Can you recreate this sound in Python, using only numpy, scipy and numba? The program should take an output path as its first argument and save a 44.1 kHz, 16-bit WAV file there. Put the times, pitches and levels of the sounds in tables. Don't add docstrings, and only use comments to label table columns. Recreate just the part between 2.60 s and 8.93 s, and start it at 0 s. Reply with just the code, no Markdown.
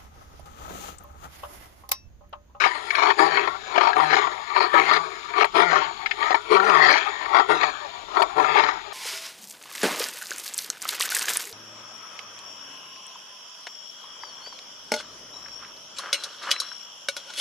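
import sys
import numpy as np
from scipy import signal
from scipy.fft import rfft, irfft
from scipy.io import wavfile
from scipy.ndimage import uniform_filter1d, minimum_filter1d
from numba import njit

SR = 44100
rng = np.random.default_rng(int(sys.argv[2]) if len(sys.argv) > 2 else 0)


def decibels_to_gain(level_db):
    exponent = np.asarray(level_db, float) / 20
    return 10 ** exponent


def transcribe(signal):
    frames = np.atleast_2d(signal).T
    limited = np.clip(frames, -1, 1)
    pcm = np.round(limited * 32767).astype(np.int16)
    wavfile.write(sys.argv[1], SR, pcm)


N = 279153

# pitch_hz, level_db (per Hz)
WIND_COLOUR = [(15, -19), (25, 9.5), (129, 0), (392, -2.5), (1050, -42), (1440, -29), (1870, -23),
               (2710, -36), (4140, -16), (6160, -44), (6850, -20), (8030, -28), (14000, -51)]
# pitch_hz, left_minus_right_db
SHADE = [(60, -1), (160, 10), (400, 13), (800, 22), (1400, 25.5), (2300, 21.5), (2750, 10), (3050, 16),
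         (3400, 33), (4200, 30), (4700, 32), (5600, 33), (8000, 24), (14000, 7)]
# pitch_hz, lead_radians
LEAD = [(0, 0), (780, 2.6), (2410, 5.3), (3100, 8.8), (4740, 11.0), (5080, 11.8), (5680, 17.9),
        (6890, 25.5), (7320, 25.3), (7920, 29.1), (10300, 22.4), (11500, 26.3), (13400, 41.1),
        (13900, 41.0)]
# pitch_hz, level_db (against the left)
SCATTER = [(100, -20), (1000, -26), (2300, -22), (2800, -12), (3400, -21), (4300, -21), (5000, -7),
           (6000, -5), (8400, -11), (14000, -3)]
# start_s, first_hz, last_hz, length_s, level_db
CHIRPS = [
    (0.062, 5600, 4000, 0.046, -41),
    (5.21, 620, 545, 0.075, -41.5),
    (5.215, 1000, 710, 0.088, -38),
    (.5, 1700, 3400, 0.023, -38),
]

# pitch_hz, width_hz, level_db
CHEST = [(309, 210, -10.5), (401, 55, 4), (460, 44, -6.5)]
THROAT = [(654, 105, -7.5), (700, 85, -4), (754.3, 72.4, -2.5), (941.3, 61.6, 0.5), (1002, 82, -5),
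          (1140, 52, 1.5), (1210, 151, -4), (1360, 64, -2.5)]
MOUTH = [(1510, 352, -6.5), (1830, 126, 1.5), (2230, 164, -1), (2630, 370, -10), (2770, 385, -15.5),
         (3227, 276, -9), (3795, 520, -16), (4258, 312, -9.5), (4842, 140, -15), (5000, 110, -30.5),
         (5710, 140, -22)]
TEETH = [(8040, 4500, -1.1), (10470, 1700, -0.9)]
OPEN_AIR = [(3510, 670, 0)]

# start_s, end_s, first_db, last_db, mouth_opening_db
PULLS = [
    (0.447, 0.507, -10.5, -18, -2.5),
    (1.166, 1.303, -19, -16, -2.5),
    (1.986, 2.054, -17.5, -23, -7),
    (2.77, 2.837, -19.5, -17, -2.5),
    (3.639, 3.763, -21.5, -26, -0.5),
    (4.751, 4.816, -18, -17, -4),
    (5.572, 5.612, -21.5, -6.5, -9),
]
# start_s, end_s, first_db, last_db, catch_depth_db
GRUNTS = [
    (0.593, 0.651, -15.5, -17.5, -2),
    (1.363, 1.438, -19, -19, -9),
    (2.14, 2.187, -19, -17.5, 10),
    (2.956, 3.011, -18, -15, -39),
    (3.918, 4.101, -16.5, -30.5, 7.5),
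    (4.899, 4.914, -19.5, -17.5, -7),
    (5.772, 5.865, -22, -20, 8.5),
]
# start_s, end_s, first_db, last_db, mouth_opening_db
PUSHES = [
    (0, 0.047, -19.5, -23, 1),
    (0.744, 0.887, -20, -29, 0.5),
    (1.558, 1.64, -17.5, -27, 2),
    (2.303, 2.376, -21.5, -28, 2.5),
    (3.112, 3.272, -24.5, -31.5, 3.5),
    (4.124, 4.213, -15, -22.5, -3.5),
    (4.257, 4.422, -19.5, -29, 5),
    (5.016, 5.075, -25.5, -28.5, 3),
    (5.971, 6.088, -20.5, -28, 1.5),
]
# chest_db_per_s, mouth_db_per_s, teeth_db_per_s
PULL_MOTION = (210, 430, -15, -6, -37, 33, 4, 23)
GRUNT_MOTION = (803, 213, -3, -6.5, -24, -107, 4, -61)
PUSH_MOTION = (169, 316, -10, -2, -29, -3, -3.5, -27)
# start_s, end_s, first_db, last_db
HISSES = [
    (0, .36, -55, -49.5),
    (2.23, 2.55, -47, -60),
    (3.555, 3.85, -60, -54),
]
# end_s, depth_db
CHOKES = [
    (1.206, -1),
    (1.377, -9),
    (2.001, -15),
    (2.844, -27),
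    (3.742, -10),
    (4.189, 3),
    (5.619, -26),
    (1.565, -13),
]
# end_s, top_s, top_hz, level_db (at the top of the pitch)
HUMS = [
    (.95, 0.71, 163.7, -54.5),
    (1.72, 1.5, 155.4, -52.5),
    (2.48, 2.43, 167.2, -53),
    (3.3, 3.08, 176.6, -46),
    (4.312, 4.096, 203.3, -44.5),
    (5.1, 4.9, 155.2, -51.5),
    (6.17, 5.66, 166, -46),
]
# time_s, peak_db, ring_hz
PULL_FLAPS = [(.384, -11, 1140), (.424, -14, 1220), (.468, -10, 1180), (.503, -4.5, 1830), (1.159, -9, 930),
              (1.178, 0.5, 700), (1.209, -3, 1184), (1.271, -6, 930), (1.331, -10.5, 1650),
              (1.962, -9.5, 960), (2.005, -9.5, 940), (2.809, -7, 1280), (2.843, -7.5, 915),
              (3.627, -11.5, 1860), (3.706, -8, 750), (3.744, -0.5, 923), (4.745, -3, 965),
              (4.796, -2.5, 914), (5.569, -7.5, 1360), (5.619, -4.5, 908)]
# time_s, peak_db, ring_hz
GRUNT_FLAPS = [(0.592, -2, 1198), (1.366, -8.5, 1187), (1.4, -2, 1140), (2.14, -8, 580), (2.165, -16, 935),
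               (2.957, -10, 1140), (3.923, -10, 1210), (3.968, -6, 1330), (3.999, -6, 1380),
               (4.895, -9.5, 950), (5.781, -7, 915), (5.798, -6, 993), (5.845, -7.5, 1360)]
# time_s, peak_db, ring_hz
PUSH_FLAPS = [(0.019, -11, 1140), (.038, -6.5, 2170), (.061, -7.5, 780), (0.772, -7.5, 2205),
              (0.874, -10, 1110), (1.528, -6.5, 785), (1.567, -9, 763), (1.67, -13, 1080), (2.29, -10, 905),
              (2.312, 3.5, 1226), (2.364, -6.5, 1200), (3.129, -7.5, 737), (3.156, -8.5, 1210),
              (3.216, -16, 930), (4.096, -10, 1260), (4.196, -9, 920), (4.302, -4, 2230), (4.356, -10, 854),
              (5.032, -7.5, 1905), (5.956, -5, 870), (5.976, -7, 2230), (5.995, -6, 903),
              (6.037, -7.5, 910), (6.063, -13, 1360), (6.088, -9.5, 1182)]
# time_s, peak_db, ring_hz
SMACKS = [
    (.305, -15.5, 2265),
    (.351, -14, 1580),
    (3.46, -14, 2230),
    (3.511, -14, 2117),
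]
# start_s, peak_db
SPITS = [
    (0.3514, -67),
    (2.844, -37),
    (3.7449, -42),
    (4.3036, -35),
    (5.618, -32),
]

ALL_FLAPS = PULL_FLAPS + GRUNT_FLAPS + PUSH_FLAPS + SMACKS
# throat_db, mouth_db
GUSH = (
    [(-9, -17.5)] * len(PULL_FLAPS)
    + [(-11.5, -23.5)] * len(GRUNT_FLAPS)
    + [(-8, -16.5)] * len(PUSH_FLAPS)
    + [(-21, -6.5)] * len(SMACKS)
)


def level(x, db):
    return x * decibels_to_gain(db) / np.sqrt(np.mean(x ** 2))


def on_log(table, hz):
    f, v = np.transpose(table)
    return np.interp(np.log(hz + 1), np.log(f + 1), v)


def walk(rate):
    k = int(SR / rate)
    held = np.repeat(rng.standard_normal(N // k + 1), k)
    return 1.46 * uniform_filter1d(uniform_filter1d(held, k), k)[:N]


def sieve(x, order, hz, kind):
    return signal.sosfilt(signal.butter(order, hz, kind, fs=SR, output="sos"), x)


@njit
def resonator(x, hz, width):
    y, b, l = np.empty(len(x)), 0., 0.
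    for i in range(len(x)):
        g, k = np.tan(np.pi * hz[i] / SR), width / hz[i]
        v = (b + g * (x[i] - l)) / (1 + g * (g + k))
        b, l, y[i] = 2 * v - b, l + 2 * g * v, k * v
    return y


def yard(mouth_db):
    noise = rng.standard_normal((5, N))
    gusts = decibels_to_gain(1.8 * np.array([walk(4.3), walk(4.82)]))
    colour = decibels_to_gain(on_log(WIND_COLOUR, np.fft.rfftfreq(N, 1 / SR)))
    wind = irfft(rfft(noise[:2]) * colour, N) * gusts
    shared = np.array([noise[4], np.roll(noise[4], shift=20)])
    hiss = noise[2:4] + 1.3 * shared
    centre_hz = np.full(N, 6884.0)
    whistle = []
    for side in hiss:
        for width_hz in (650.0, 650.0, 1300.0):
            side = resonator(side, centre_hz, width_hz)
        whistle.append(side)
    whistle = level(np.array(whistle), -56.5) * decibels_to_gain(1.8 * walk(14))
    whistle = whistle * (1 + decibels_to_gain(mouth_db + 27))
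    return level(wind, -55.5) * decibels_to_gain([[1.2], [-1.2]]) + whistle


@njit
def walls(x, lags, gain, damp):
    line, soft, out = np.zeros((8, 4096)), np.zeros(8), np.zeros((2, len(x)))
    for i in range(len(x)):
        total = 0.
        for k in range(8):
            soft[k] += (1 - damp) * (gain[k] * line[k, (i - lags[k]) & 4095] - soft[k])
            total += soft[k]
            out[k % 2, i] += soft[k]
        for k in range(8):
            line[k, i & 4095] = x[i] + soft[k] - total / 4
    return out


def chirps():
    out = np.zeros(N)
    for start, first_hz, last_hz, length, db in CHIRPS:
        n, i = int(length * SR), int(start * SR)
        turns = np.cumsum(np.linspace(first_hz, last_hz, n)) / SR
        out[i:i + n] += decibels_to_gain(db) * np.hanning(n) * np.sin(2 * np.pi * turns)
    return out


def spits(width_s=0.016):
    shape, n = np.zeros(N + 2000), int(width_s * SR)
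    for start, db in SPITS:
        i = int(start * SR)
        shape[i:i + n] += decibels_to_gain(db - 3.5) * np.hanning(n)
    return sieve(shape[:N] * rng.standard_normal(N), 3, [6000, 11500], "band")


def choke(length_s=0.0084):
    db, n = np.zeros(N), int(length_s * SR)
    for end, depth_db in CHOKES:
        i = int(end * SR)
        db[i - n:i] += depth_db * np.hanning(n) ** .5
    return decibels_to_gain(db)


def stroke(start, end, first_db, last_db, attack, release):
    t = np.arange(N) / SR
    hold = np.interp(t, [start, end], [first_db, last_db])
    return hold - attack * np.maximum(start - t, 0) - release * np.maximum(t - end, 0)


def quiet_air(db, mouth_db):
    colour = np.array([0, -13, -7 + mouth_db, -29])
    return decibels_to_gain(db + colour[:, None]) ** 2


def breath():
    t = np.arange(N) / SR
    rest_db, sigh_db, sigh_db_per_s = -44.0, -4, 25
    lead_db, lead_db_per_s, lead_mouth_db = -25.5, 61, 11
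    catch_s, catch_early_s, hiss_db_per_s = 0.081, 0.0055, 105
    power = quiet_air(np.full(N, rest_db), 0)
    for _, end, _, db, mouth_db in PUSHES:
        sigh = stroke(end, end + .01, db + sigh_db, db + sigh_db, PUSH_MOTION[0], sigh_db_per_s)
        power = power + quiet_air(sigh, mouth_db)
    for start, end, db, *_ in PULLS:
        draw = stroke(start, end, db + lead_db, db + lead_db, lead_db_per_s, PULL_MOTION[1])
        power = power + quiet_air(draw, lead_mouth_db)
    for start, *_, depth_db in GRUNTS:
        middle = start - catch_early_s - catch_s / 2
        catch = np.exp(-((t - middle) / (catch_s / 2)) ** 4)
        power = power * decibels_to_gain(depth_db * catch) ** 2
    kinds = ((PULLS, PULL_MOTION, 1), (GRUNTS, GRUNT_MOTION, 0), (PUSHES, PUSH_MOTION, 1))
    for rows, (attack, release, *colour), opens in kinds:
        colour_db = np.array(colour[:3])[:, None]
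        drift_db_per_s = np.array(colour[3:])[:, None]
        for start, end, first_db, last_db, extra_db in rows:
            near = slice(max(int((start - .3) * SR), 0), int((end + .3) * SR))
            tilt_db = colour_db + drift_db_per_s * np.clip(t[near] - start, 0, end - start)
            tilt_db[1] += opens * extra_db
            flow = decibels_to_gain(stroke(start, end, first_db, last_db, attack, release)[near])
            power[:, near] += (flow * np.vstack([np.ones_like(flow), decibels_to_gain(tilt_db)])) ** 2
    for row in HISSES:
        power[3] += decibels_to_gain(stroke(*row, hiss_db_per_s, hiss_db_per_s)) ** 2
    db = 10 * np.log10(power)
    return db[0], *(db[1:] - db[0])


def folds(effort_db, hz=288.3, jitter=.4, voiced_db=-26.0, flutter_db=4.0):
    uneven_time, uneven_size = rng.standard_normal((2, 3000))
    at = np.cumsum(SR / hz * np.exp(jitter * uneven_time)).astype(int)
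    pulses = np.zeros(N)
    pulses[at[at < N]] = decibels_to_gain(3.8 * uneven_size)[at < N]
    air = rng.standard_normal(N)
    puff_s = .0015
    puffs = air * signal.lfilter([1], [1, -np.exp(-1 / (puff_s * SR))], pulses)
    voiced = 1 / (1 + decibels_to_gain(0.44 * (voiced_db - effort_db)))
    rasp = level(pulses, -4) + level(puffs, -3)
    soft_air = (1 - .75 * voiced) * air
    return (voiced * rasp + soft_air) * decibels_to_gain(flutter_db * voiced * walk(38))


def flaps(size_db, tail_s=0.0054, rise_s=0.0011):
    slap = np.zeros(N)
    slap[(np.array(ALL_FLAPS)[:, 0] * SR).astype(int)] = decibels_to_gain(size_db)
    t = np.arange(1500) / SR
    swell = 1.24 * (np.exp(-t / tail_s) - np.exp(-t / rise_s))
    gush = signal.fftconvolve(slap, swell)[:N]
    return 3.8 * slap + gush * rng.standard_normal(N)


def rings(t60=0.054, ring_db=-7):
    n = 4000
    out, t = np.zeros(N + n), np.arange(n) / SR
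    for start, db, hz in ALL_FLAPS:
        i = int(start * SR)
        out[i:i + n] += decibels_to_gain(db + ring_db) * np.sin(2 * np.pi * hz * t) * decibels_to_gain(-60 * t / t60)
    return out[:N]


def tract(source, modes, drift=0.023, patchy_db=2.5):
    power = sum(decibels_to_gain(db) ** 2 * np.pi * w / SR for f, w, db in modes)
    out = 0
    for k, (f, w, db) in enumerate(modes):
        hz = f * (1 + drift * walk(9))
        patchy = source * decibels_to_gain(patchy_db * walk(16))
        out = out + (-1) ** k * decibels_to_gain(db) * resonator(patchy, hz, 1. * w)
    return out / np.sqrt(power)


def hum(effort_db):
    rest_hz, sag_s, start_share = 149.7, .05, .6
    start_db, fade_db_per_s, sag_db = -1.5, 31, -4.5
    line, closures, t = 0, 0, np.arange(N) / SR
    for (start, *_), (end, top, top_hz, top_db) in zip(GRUNTS, HUMS):
        rise = np.interp(t, [start, top], [start_share, 1]) * np.exp(-np.maximum(t - top, 0) / sag_s)
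        hz = rest_hz + (top_hz - rest_hz) * rise
        times = [start - .025, start - .01, top, end, end + .025]
        last_db = top_db - fade_db_per_s * (end - top)
        db = np.interp(t, times, [-110, top_db + start_db, top_db, last_db, -110])
        turns = np.cumsum(hz * (1 + 0.016 * walk(60))) / SR
        line = line + decibels_to_gain(db + 5 + sag_db * (1 - rise)) * np.sin(2 * np.pi * turns)
        train = np.diff(np.floor(turns), prepend=0) * np.sqrt(SR / hz)
        closures = closures + train * decibels_to_gain(effort_db - 3) * (db > -75)
    return line * decibels_to_gain(4 * walk(28) - 3), closures * decibels_to_gain(2.5 * walk(60))


def cat():
    throat_db, chest_db, mouth_db, teeth_db = breath()
    line, closures = hum(throat_db)
    pinch = choke()
    rasp = level(folds(throat_db), -1.43) * decibels_to_gain(throat_db) * pinch
    peak_db = np.array(ALL_FLAPS)[:, 1]
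    throat_gush_db, mouth_gush_db = np.transpose(GUSH)
    low = flaps(peak_db + throat_gush_db + 1.0)
    high = flaps(peak_db + mouth_gush_db + 4.5)

    chest = tract((rasp + decibels_to_gain(-4.5) * closures) * decibels_to_gain(chest_db) + decibels_to_gain(-15) * low, CHEST)
    chest = sieve(chest, 2, [290, 480], "band")
    flow = tract(rasp + closures, THROAT)
    flow = flow + tract((rasp + decibels_to_gain(-10.0) * closures) * decibels_to_gain(mouth_db), MOUTH)
    still_air = decibels_to_gain(-48.5) * rng.standard_normal(N)
    flow = flow + tract(rasp * decibels_to_gain(mouth_db - 19) + still_air, OPEN_AIR, patchy_db=0.84)
    voice = chest + flow * pinch ** .5 + tract(low, THROAT) + tract(high, MOUTH) + rings()
    voice = sieve(voice, 4, 260, "high")
    voice = sieve(voice, 6, 6000, "low")
    teeth = tract(rasp * decibels_to_gain(teeth_db - 4.0) + decibels_to_gain(-35) * high, TEETH)
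    teeth = sieve(teeth, 3, [8200, 13000], "band")
    return voice + teeth + line + spits(), mouth_db + throat_db


def scene():
    voice, mouth_db = cat()
    voice = (voice + chirps()) * decibels_to_gain(7.0)
    hz = np.fft.rfftfreq(N, 1 / SR)
    round_body = decibels_to_gain(-on_log(SHADE, hz)) * np.exp(-1j * np.interp(hz, *np.transpose(LEAD)))
    scattered = rfft(np.roll(voice, shift=40) * walk(120)) * decibels_to_gain(on_log(SCATTER, hz))
    right = irfft(rfft(voice) * round_body + scattered, N)
    lags = rng.integers(600, 2600, 8)
    echo_t60_s, echo_damp, echo_db = 0.45, 0.17, -37.5
    echo = walls(voice, lags, decibels_to_gain(-60 * lags / SR / echo_t60_s), echo_damp)
    return np.array([voice, right]) + decibels_to_gain(echo_db) * echo + yard(mouth_db)


def roll_off(x):
    return signal.sosfilt(signal.butter(12, 14330, fs=SR, output="sos"), x)


def record(dry):
    air = sieve(rng.standard_normal(dry.shape), 8, 8600, "high")
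    top_cut = signal.ellip(8, .2, 70, 14300, fs=SR, output="sos")
    dry = signal.sosfilt(top_cut, dry + level(air, -69))
    ceiling = .9
    room = np.minimum(1, ceiling / (np.abs(dry).max(axis=0) + 1e-9))
    gain = uniform_filter1d(minimum_filter1d(room, size=401), size=201)
    return roll_off(dry * gain)


dry = scene()
out = record(dry)
transcribe(out)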